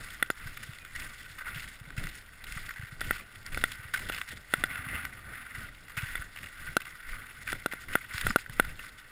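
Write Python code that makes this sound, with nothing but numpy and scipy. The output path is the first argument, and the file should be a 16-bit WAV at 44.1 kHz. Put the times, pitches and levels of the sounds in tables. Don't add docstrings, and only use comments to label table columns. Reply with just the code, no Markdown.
import sys
import numpy as np
from scipy import signal
from scipy.fft import rfft, irfft
from scipy.io import wavfile
from scipy.ndimage import uniform_filter1d

SR = 44100
rng = np.random.default_rng(int(sys.argv[2]) if len(sys.argv) > 2 else 0)


def materialize(psi):
    bounded = np.clip(np.atleast_2d(psi).T, -1, 1)
    quanta = np.round(bounded * 32767).astype(np.int16)
    wavfile.write(sys.argv[1], SR, quanta)


N = 401744
TIME = np.arange(N) / SR
TAPS = 4096
HZ = np.fft.rfftfreq(TAPS, 1 / SR)


def gain_of(db):
    return 10 ** (np.asarray(db) / 20)


def evened(x):
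    return x / np.sqrt(np.mean(x ** 2) + 1e-20)


def steadied(x, size):
    power = uniform_filter1d(uniform_filter1d(x ** 2, size), size // 2)
    return x / np.sqrt(abs(power) + 1e-20)


def spectrum(points):
    hz, db = np.transpose(points)
    return np.interp(np.log(HZ + 1), np.log(hz), db)


def level(table, column):
    rows = np.array(table)
    return gain_of(np.interp(TIME, rows[:, 0], rows[:, column]))


def add(mix, s, sound):
    part = mix[max(round(s * SR), 0):][:len(sound)]
    part += sound[:len(part)]


def response(db):
    floored_db = np.maximum(db, db.max() - 100)
    log_gain = np.log(gain_of(floored_db))
    circle = np.concatenate([log_gain, log_gain[-2:0:-1]])
    return np.fft.ifft(np.exp(np.conj(signal.hilbert(circle)))).real


def coloured(x, db):
    return signal.oaconvolve(x, response(db))[:len(x)]


def above(corner_hz):
    return HZ ** 4 / (HZ ** 4 + corner_hz ** 4)


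def hump(hz, octaves):
    return 1 / (1 + (np.log2((HZ + 1) / hz) / octaves) ** 2)


def grains(per_s, spread_db):
    size = gain_of(spread_db * np.minimum(rng.exponential(1, N), 4))
    sign = rng.choice([-1, 1], N)
    happens = rng.random(N) < per_s / SR
    return evened(size * sign * happens)


def clumps(per_s, depth_db):
    knots = rng.standard_normal(N // 20)
    return gain_of(depth_db * np.interp(TIME * per_s, np.arange(len(knots)), knots))


def load(s, length, press_s=0.004, release_s=0.042, sag_db_per_s=4):
    age = np.maximum(TIME - s, 0)
    attack = np.minimum(age / press_s, 1)
    release = np.exp(-np.maximum(age - length, 0) / release_s)
    return attack * gain_of(-sag_db_per_s * age) * release


# start_s, packing_s (time the snow takes to pack), cloth_db, crunch_db,
# swing_delay_s (until the camera's swing peaks), swing_s (time to build and to settle), air_db, thud_db
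FOOTFALLS = [(0.0, .15, -47, -48.5, .0, 0.085, -48, -55), (0.455, 0.31, -53.5, -52, .03, 0.052, -44.5, -53),
             (0.948, 0.098, -42, -46, 0.066, 0.053, -44.5, -54),
             (1.443, 0.14, -43.5, -54, 0.12, 0.13, -50, -59),
             (1.964, 0.13, -45.5, -48, 0.063, 0.042, -37, -46),
             (2.466, 0.22, -47, -48, 0.1, .06, -41.5, -58),
             (3.005, .16, -43.5, -45.5, 0.064, 0.049, -39, -46),
             (3.518, .21, -46, -46, 0.057, 0.045, -35.5, -44.5),
             (3.933, .28, -45, -46.5, 0.12, 0.047, -43.5, -50.5),
             (4.527, 0.14, -43.5, -50.5, 0.1, 0.025, -44, -48.5),
             (5.54, 0.096, -43, -52, 0.12, 0.074, -51.5, -56),
             (5.965, 0.247, -41, -50, 0.21, 0.055, -42.5, -68),
             (6.665, 0.019, -39.5, -65, .0, .04, -45, -60),
             (7.08, 0.066, -46, -52, 0.038, 0.026, -37, -54.5),
             (7.467, 0.052, -43.5, -47, .075, 0.028, -43.5, -47),
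             (7.882, 0.08, -41, -53, 0.03, 0.027, -42.5, -50),
             (8.133, 0.16, -39.5, -41.5, 0.14, 0.024, -31.5, -42),
             (8.561, 0.13, -44.5, -52.5, 0.092, 0.067, -39.5, -50)]
# start_s, length_s, cloth_db, crunch_db (before the same trims)
SCUFFS = [(0.15, 0.18, -50, -63), (0.34, 0.18, -47, -56), (0.84, 0.33, -50, -56),
          (1.065, 0.32, -53.5, -50.5), (1.52, 0.22, -53, -48), (1.647, 0.13, -69, -51),
          (2.105, 0.12, -54, -49.5), (2.397, .09, -52, -63), (2.708, 0.28, -56, -73),
          (2.905, 0.046, -53, -53), (3.306, 0.093, -56, -55.5), (3.447, 0.048, -43, -51),
          (3.707, 0.23, -46.5, -59), (4.271, 0.073, -44, -42.5), (4.357, 0.026, -58, -47),
          (4.482, .07, -48, -52), (5.88, 0.09, -53, -72), (6.316, 0.28, -51.5, -54),
          (6.55, 0.18, -45.5, -52.5), (6.804, 0.2, -49.5, -57.5), (6.922, 0.46, -46, -64),
          (7.143, 0.065, -53, -63), (7.337, 0.34, -47.5, -54), (7.696, 0.11, -46, -59),
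          (7.795, 0.057, -48, -48.5), (7.972, 0.097, -45.5, -53.5), (8.085, 0.061, -42.5, -50),
          (8.367, .07, -50, -47), (8.5, 0.064, -53, -50.5), (8.772, 0.13, -46, -50),
          (8.968, 0.05, -68, -51.5)]


def walk():
    cloth, crunch, air, shake = np.zeros((4, N))
    for s, length, cloth_db, crunch_db, delay, build, air_db, thud_db in FOOTFALLS:
        weight = load(s, length)
        age = (TIME - s - delay) / build
        swing = np.exp(1 - np.hypot(1, age))
        cloth += (gain_of(cloth_db) * weight) ** 2
        crunch += (gain_of(crunch_db) * weight) ** 2
        air += (gain_of(air_db) * swing) ** 2
        shake += (gain_of(thud_db) * swing) ** 2
    for s, length, cloth_db, crunch_db in SCUFFS:
        arch = np.sin(np.linspace(0, np.pi, round(length * SR)))
        add(cloth, s, gain_of(cloth_db) ** 2 * arch)
        add(crunch, s, gain_of(crunch_db) ** 2 * arch)
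    return np.sqrt([cloth, crunch, air, shake])


# pitch_hz, level_db
SNOW_COLOUR = [(40.0, -25), (120.0, -18), (300.0, -14.5), (500.0, -15), (1000.0, -7.5), (2000.0, 0),
               (4500.0, -0.5), (7500.0, -3), (11000.0, -9.5), (14000.0, -8.5), (15400.0, -6.5),
               (16400.0, -45)]


def snow(press, breaks_per_s=550, spread_db=2.5, ring_db=11, idle_db=-58.5, trim_db=-1.2, count=10):
    collapse = clumps(per_s=95, depth_db=3.0)
    crunch = np.zeros(N)
    for hz in np.geomspace(1400, 9000, count):
        breaks = grains(breaks_per_s, spread_db) * collapse * clumps(per_s=65, depth_db=5.0)
        colour_db = CASE_DB + spectrum(SNOW_COLOUR) + ring_db * hump(hz, octaves=0.3)
        crunch += coloured(evened(breaks), colour_db)
    pressure = np.hypot(press, gain_of(idle_db))
    return gain_of(trim_db) * pressure * steadied(crunch, size=2400)


# start_s, length_s, level_db (of the first slip, before scatter and the trim of snaps()), pitch_hz (ring centre)
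CREAKS = [(1.545, .11, -43.5, 2840), (2.76, .13, -44.5, 1740), (3.13, .09, -45, 2520),
          (3.959, .04, -36.5, 2100), (4.087, .1, -38.5, 3030), (5.882, .04, -47.5, 1830),
          (5.968, .026, -38, 2480), (6.009, .09, -43, 2680), (6.36, .035, -43.5, 2580),
          (6.43, .045, -44.5, 2550), (6.803, .025, -42, 2760), (6.853, .03, -44.5, 2200),
          (7.09, .07, -47, 2100), (7.475, .03, -37, 2330)]


def slips(per_s=80, slip_s=0.0065, crisp_db=-12, fade_db_per_s=38,
          uneven=.25, spread_db=0.5, octaves=0.078, count=16):
    for s, length, db, hz in CREAKS:
        for k, (late, size, pitch) in enumerate(rng.standard_normal((count, 3))):
            age = (k + uneven * late * (k > 0)) / per_s
            if age < length:
                slip_db = db - fade_db_per_s * age + spread_db * size
                yield s + age, slip_db, slip_s, crisp_db, hz * 2 ** (octaves * pitch)


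def small_snaps(per_s=2.6, extra_loaded_per_s=9, level_db=-54, typical_s=0.0061, crisp_db=-7, typical_hz=2220,
                spread_db=2.5, loaded_db=6, octaves=.35, count=180):
    chance = rng.random((count, 2))
    shape = rng.standard_normal((count, 3))
    slot_s = N / SR / count
    for k, ((place, luck), (size, long, pitch)) in enumerate(zip(chance, shape)):
        at = (k + place) * slot_s
        loaded = any(s < at < s + length for s, length, *_ in FOOTFALLS)
        if luck < (per_s + extra_loaded_per_s * loaded) * slot_s:
            snap_db = level_db + loaded_db * loaded + spread_db * size
            yield at, snap_db, typical_s * 2 ** (.5 * long), crisp_db, typical_hz * 2 ** (octaves * pitch)


# time_s (the run starts 1 ms earlier), level_db (before trim), length_s, crispness_db, pitch_hz (ring centre)
LOUD_SNAPS = [(.4684, -46, 0.014, -15, 5240), (.572, -40.5, 0.0067, -5, 2500), (.63, -44, 0.012, -12, 5930),
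              (.786, -45.5, 0.0032, -9, 4030), (.849, -44, 0.0052, -2, 1370),
              (1.379, -44.5, 0.022, -8, 1280), (1.404, -42, 0.02, -20, 1390), (0.9583, -40, .0085, 1, 1870),
              (1.464, -40, 0.013, -22, 1410), (1.4751, -41, .019, -15, 1540),
              (1.9045, -41.5, 0.0037, -13, 1250), (1.976, -40.5, 0.013, -4, 2300),
              (2.0389, -38, .0036, -9, 3900), (2.0707, -35, 0.0023, -11, 6000),
              (2.44, -43.5, 0.0058, -11, 4160), (2.523, -37, 0.0027, 13, 2240),
              (2.5697, -41.5, 0.016, -23, 9100), (2.6905, -38, 0.0063, -9, 1840),
              (2.7055, -40, 0.0094, -11, 1890), (3.008, -38.5, 0.0031, 5, 5210),
              (3.464, -40.5, 0.0021, 23, 5240), (3.546, -34.5, 0.0033, -8, 2340),
              (3.7164, -41, 0.0079, 1, 2520), (3.9363, -29, .015, -8.5, 1590),
              (4.1457, -40.5, 0.0059, -10, 4660), (4.182, -39.5, 0.0057, -19, 4470),
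              (4.2146, -30.5, 0.0029, -16, 2750), (4.755, -37, 0.0069, -17, 2620),
              (5.051, -33, 0.004, -11, 2240), (5.972, -36.5, 0.014, -10, 2490),
              (6.221, -37, 0.0049, -25, 9100), (7.52, -34, 0.0051, 1, 1950),
              (7.713, -40.5, .0075, -9, 2050), (7.722, -37.5, 0.0084, -9, 2040),
              (7.933, -38.5, 0.0099, -9, 2880), (7.943, -46, 0.011, -15, 1800),
              (8.145, -39, 0.0029, -18, 1180), (8.1809, -28.5, 0.0023, -9, 5300),
              (8.212, -31.5, 0.0039, -1, 3160), (8.3053, -28.5, 0.0053, -25, 1180),
              (8.383, -44, 0.01, -11, 2570), (8.4623, -37, 0.0021, -24, 1870),
              (8.4972, -39.5, .0026, -22, 9200), (8.649, -39, .0035, -14, 2520),
              (8.7924, -41.5, 0.0056, -18, 2770)]


def snaps(spread_db=4.5, rise_share=0.45, ring_db=9, trim_db=2.5):
    out, t = np.zeros(N), np.arange(TAPS // 2) / SR
    crisp = above(corner_hz=2730) * (1 - .5 * above(corner_hz=8400))
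    for s, db, length, crisp_db, hz in [*LOUD_SNAPS, *slips(), *small_snaps()]:
        sign, size = rng.standard_normal((2, len(t)))
        age = t / max(rise_share * length, 1e-4)
        swell = (age * np.exp(-age)) ** 2
        run = np.sign(sign) * gain_of(spread_db * size) * swell
        ring = ring_db * hump(hz, octaves=0.21)
        burst = coloured(run, CASE_DB + spectrum(SNOW_COLOUR) + crisp_db * crisp + ring)
        burst *= np.sqrt(abs(length) * SR) / np.linalg.norm(burst)
        add(out, s - .001, gain_of(db + trim_db) * burst)
    return out


# pitch_hz, level_db
CLOTH_COLOUR = [(40, -47), (120, -14), (300, -14.5), (500, -16), (1000, -4.5), (2000, 1), (4500, -12.5),
                (7500, -17.5), (11000, -6.5), (14000, -11.5), (15400, -15), (16400, -21)]


def clothes(rub, slips_per_s=2500, spread_db=1.5, fold_db=9, idle_db=-55, trim_db=-1.5, count=5):
    stroke = clumps(per_s=150, depth_db=2.3)
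    rasp = np.zeros(N)
    for hz in np.geomspace(1200, 2700, count):
        catches = grains(slips_per_s, spread_db) * stroke * clumps(per_s=45, depth_db=7.5)
        colour_db = CASE_DB + spectrum(CLOTH_COLOUR) + fold_db * hump(hz, octaves=0.15)
        rasp += coloured(evened(catches), colour_db)
    rubbing = np.hypot(rub, gain_of(idle_db))
    return gain_of(trim_db) * rubbing * steadied(rasp, size=1800)


def scattered(x, late_s):
    detours = np.interp(HZ, np.linspace(0, SR / 2, 30), rng.random(30))
    delay = late_s * detours * above(corner_hz=1780)
    phase = 2 * np.pi * np.cumsum(delay) * HZ[1]
    return irfft(rfft(x, TAPS) * np.exp(-1j * phase))


# start_s, level_db (before trim), place (position on the wall, no unit), crispness_db, top_treble_db
KNOCKS = [(0.2261, -21.5, -0.15, -5, -14), (0.3021, -25.5, 0.5, 1.5, -10), (3.0138, -32.5, 0, -14, -8),
          (3.1088, -23.5, 0, -33, -2), (3.5743, -31, 0.52, -2, -7), (3.639, -21.5, 0, -1.5, -14),
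          (4.0991, -32, 0.7, -7.5, -3), (4.538, -21, 0.23, -2, -10), (4.6381, -23, 0.03, -3, -13),
          (6.1543, -30.5, -.4, -15, -15), (6.7675, -20.5, 1.5, 24, -7.5), (7.5291, -30.5, 0.57, 8, -8),
          (7.6605, -25.5, 0.98, 17, -7), (7.7355, -37, 1, 15, -2), (7.9542, -20, 0.47, -19, 0),
          (8.2673, -25, 0.28, -9, -5), (8.36, -18, 1.27, 10.5, -4.5), (8.598, -17, 0.42, -11.5, -4)]
# pitch_hz, level_db
BLOW_COLOUR = [(40, -25), (120, -3.5), (300, 7), (500, 1), (1000, -4.5), (2000, -11), (4500, -22.5),
               (7500, -20.5), (11000, -12.5), (14000, -10), (15400, -31), (16400, -59)]


def knocks(rebound_s=0.001352, rebound_share=0.25, chatter=0.0098, chatter_s=0.009, seated_s=0.0088,
           start_bass_db=-6.5, bass_db_per_place=17, most_bass_db=10, trim_db=0.43):
    out, t = np.zeros(N), np.arange(TAPS // 2) / SR
    bass, top = 1 - above(corner_hz=1150), above(corner_hz=9500)
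    crisp = above(corner_hz=3880) * (1 - above(corner_hz=8660))
    for s, db, place, crisp_db, top_db in KNOCKS:
        bass_db = min(start_bass_db + bass_db_per_place * place, most_bass_db)
        force = chatter * rng.standard_normal(len(t)) * np.exp(-t / chatter_s)
        force[0] -= 1
        second_blow = -rebound_share * signal.windows.hann(13) / 6
        add(force, rebound_s * rng.uniform(.96, 1.04), second_blow)
        tilt = bass_db * bass + crisp_db * crisp + top_db * top
        struck = coloured(force, case(place) + spectrum(BLOW_COLOUR) + tilt)
        ring = scattered(struck, late_s=0.001717)[:len(t)]
        ring /= 1 + (t / seated_s) ** 2
        ring *= np.sqrt(.01 * SR) / np.linalg.norm(ring)
        add(out, s, gain_of(db + trim_db) * ring)
    return out


# pitch_hz, level_db
AIR_COLOUR = [(5, -12), (18, 11.5), (32, 1.5), (48, 0), (70, -24), (120, -34), (300, -57)]
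THUD_COLOUR = [(25, -34.5), (55, 2.5), (80, 1), (125, -1), (170, -8.5), (270, -11), (380, -18),
               (700, -19.5), (2000, -60)]


def sway(push, shake, rub, idle_air_db=-59, idle_thud_db=-59.5, rub_thud_db=-13, uneven_db=4.5):
    air, body = rng.standard_normal((2, N))
    air_push = np.hypot(push, gain_of(idle_air_db))
    buffet = air_push * steadied(coloured(air, spectrum(AIR_COLOUR)), size=3600)
    moving_gear = np.hypot(gain_of(idle_thud_db), gain_of(rub_thud_db) * rub)
    jostle = moving_gear * clumps(per_s=18, depth_db=uneven_db)
    thud = np.hypot(shake, jostle) * steadied(coloured(body, spectrum(THUD_COLOUR)), size=1400)
    return buffet + thud


# start_s, level_db (before trim), pitch_hz
THUMPS = [(0.454, -39, 117), (0.688, -38, 113), (1.3, -47, 110), (1.559, -37.5, 133), (1.81, -42, 110),
          (1.873, -42.5, 128), (1.976, -30.5, 117), (2.042, -39.5, 150), (2.561, -38, 138),
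          (2.792, -36.5, 101), (2.829, -36.5, 107), (2.922, -40.5, 122), (3.073, -36, 107),
          (3.79, -42.5, 100), (3.849, -42.5, 90.2), (4.578, -40, 147), (4.657, -43, 110), (4.707, -42, 122),
          (4.788, -40.5, 100), (4.864, -38.5, 127), (4.98, -47, 95), (5.577, -39.5, 101), (5.641, -46, 101),
          (5.972, -35, 120), (6.028, -30.5, 107), (6.191, -38, 97), (6.688, -38.5, 114), (8.143, -34.5, 89),
          (8.245, -33, 136), (8.275, -31, 85), (8.297, -32, 218), (8.492, -39.5, 120), (8.675, -42, 111)]


def thumps(rise_s=0.007, trim_db=3):
    out, t = np.zeros(N), np.arange(TAPS) / SR
    swell = (t / rise_s * np.exp(1 - t / rise_s)) ** 3
    for s, db, hz in THUMPS:
        swing = np.cos(2 * np.pi * hz * (t - rise_s))
        add(out, s, gain_of(db + trim_db) * swell * swing)
    return out


# time_s, drone_db (of the mount), sleeve_db (rubbing, before clothes() trim)
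GLOVE = [(4.5, -92, -80), (4.58, -51, -56), (4.72, -56, -36.5), (4.85, -55.5, -41), (4.96, -52.5, -34),
         (5.08, -55.5, -45), (5.24, -75, -51.5), (5.33, -57, -42), (5.45, -63.5, -45), (5.68, -64, -48.5),
         (5.8, -92, -87)]
# pitch_hz, width_octaves, level_db
MOUNT = [(252, 0.13, 5), (747, 0.11, -5.5), (1215, 0.076, -2), (2510, 0.13, -9)]


def glove():
    colour = sum(gain_of(db) * hump(hz, octaves) for hz, octaves, db in MOUNT)
    drag = grains(per_s=1100, spread_db=3.0) * clumps(per_s=170, depth_db=8)
    drone = steadied(coloured(drag, 20 * np.log10(colour)), size=3600)
    return level(GLOVE, column=1) * drone


# start_s, level_db (before its modes' levels)
TINKLES = [(.308, -53), (.312, -45.5), (8.2965, -38), (8.3025, -35), (8.3115, -46)]
# pitch_hz, level_db, t60_s (time to fall by 60 dB)
METAL_MODES = [(5070, 6.5, 0.02), (7000, 3, 0.023)]


def tinkles(chatter_s=0.00074):
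    out, t = np.zeros(N), np.arange(TAPS) / SR
    ring = np.zeros(len(t))
    for hz, db, t60 in METAL_MODES:
        fade = np.exp(-np.log(1000) * t / t60)
        ring += gain_of(db) * fade * np.sin(2 * np.pi * hz * t)
    for s, db in TINKLES:
        touch = rng.standard_normal(len(t)) * np.exp(-t / chatter_s)
        touch /= np.linalg.norm(touch)
        add(out, s, gain_of(db) * signal.fftconvolve(touch, ring))
    return out


def squeak(start_s=.72, length_s=0.29, start_hz=2550, sag_hz_per_s=820, level_db=-60.5, waver=0.004):
    t = np.arange(0, length_s, 1 / SR)
    wander = evened(uniform_filter1d(rng.standard_normal(N), 150))[:len(t)]
    hz = (start_hz - sag_hz_per_s * t) * (1 + waver * wander)
    tone = np.sin(2 * np.pi * np.cumsum(hz) / SR)
    swell = np.sin(np.pi * t / length_s)
    out = np.zeros(N)
    add(out, start_s, gain_of(level_db) * swell * tone)
    return out * clumps(per_s=56, depth_db=5)


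# pitch_hz, level_db
HISS_COLOUR = [(100, 5), (1000, 0), (2500, -8), (6000, -10), (10000, -21), (16000, -23)]


def hiss(level_db=-61):
    noise = rng.standard_normal(N)
    return gain_of(level_db) * evened(coloured(noise, CASE_DB + spectrum(HISS_COLOUR)))


# pitch_hz, width_hz, outside_db (sound from outside), struck_db, change_db (added per unit of place)
CASE_MODES = [(1202, 128.4, 6, 1, 7.5), (1405, 158, 8.5, 15, 2.5), (1531, 139, 11, 12, 6.1),
              (1916, 303, 8, 16.5, -10.5), (2098, 370, 5, 6.5, 2.5), (2743, 480, 3.5, 8.5, 4),
              (3483, 326, 5.5, 21, -7.5), (4060, 250, -0.5, 8.5, 3.5), (5995, 350, -19.5, -17, 9.5),
              (8537.0, 380, 6, 19.5, -10), (9280, 155, 9.5, 10.5, 1), (9997, 500, 17, 21.5, -19),
              (10543, 300, 15, 23.5, -1), (12000, 2620, -22.5, -18.5, 9), (13460, 300, 11.5, 17.5, 2.5),
              (13880, 360, 19.5, 17, -20), (14700, 399.9, 6, 9, 6)]


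def case(place=None):
    hz, width, outside_db, struck_db, change_db = np.transpose(CASE_MODES)
    db = outside_db if place is None else struck_db + place * change_db
    return (db / (1 + (2 * (HZ[:, None] - hz) / width) ** 2)).sum(1)


CASE_DB = case()


def scene():
    cloth, crunch, push, shake = walk()
    rub = np.hypot(cloth, level(GLOVE, column=2))
    gear = clothes(rub) + glove() + squeak() + knocks() + tinkles()
    steps = snow(crunch) + snaps() + thumps() + sway(push, shake, rub)
    return (gear + steps + hiss())[None]


def record(dry, edge_hz=16300):
    lowpass = signal.firwin(401, edge_hz, window=("kaiser", 9), fs=SR)
    return signal.oaconvolve(dry, lowpass[None], "same")


dry = scene()
out = record(dry)
materialize(out)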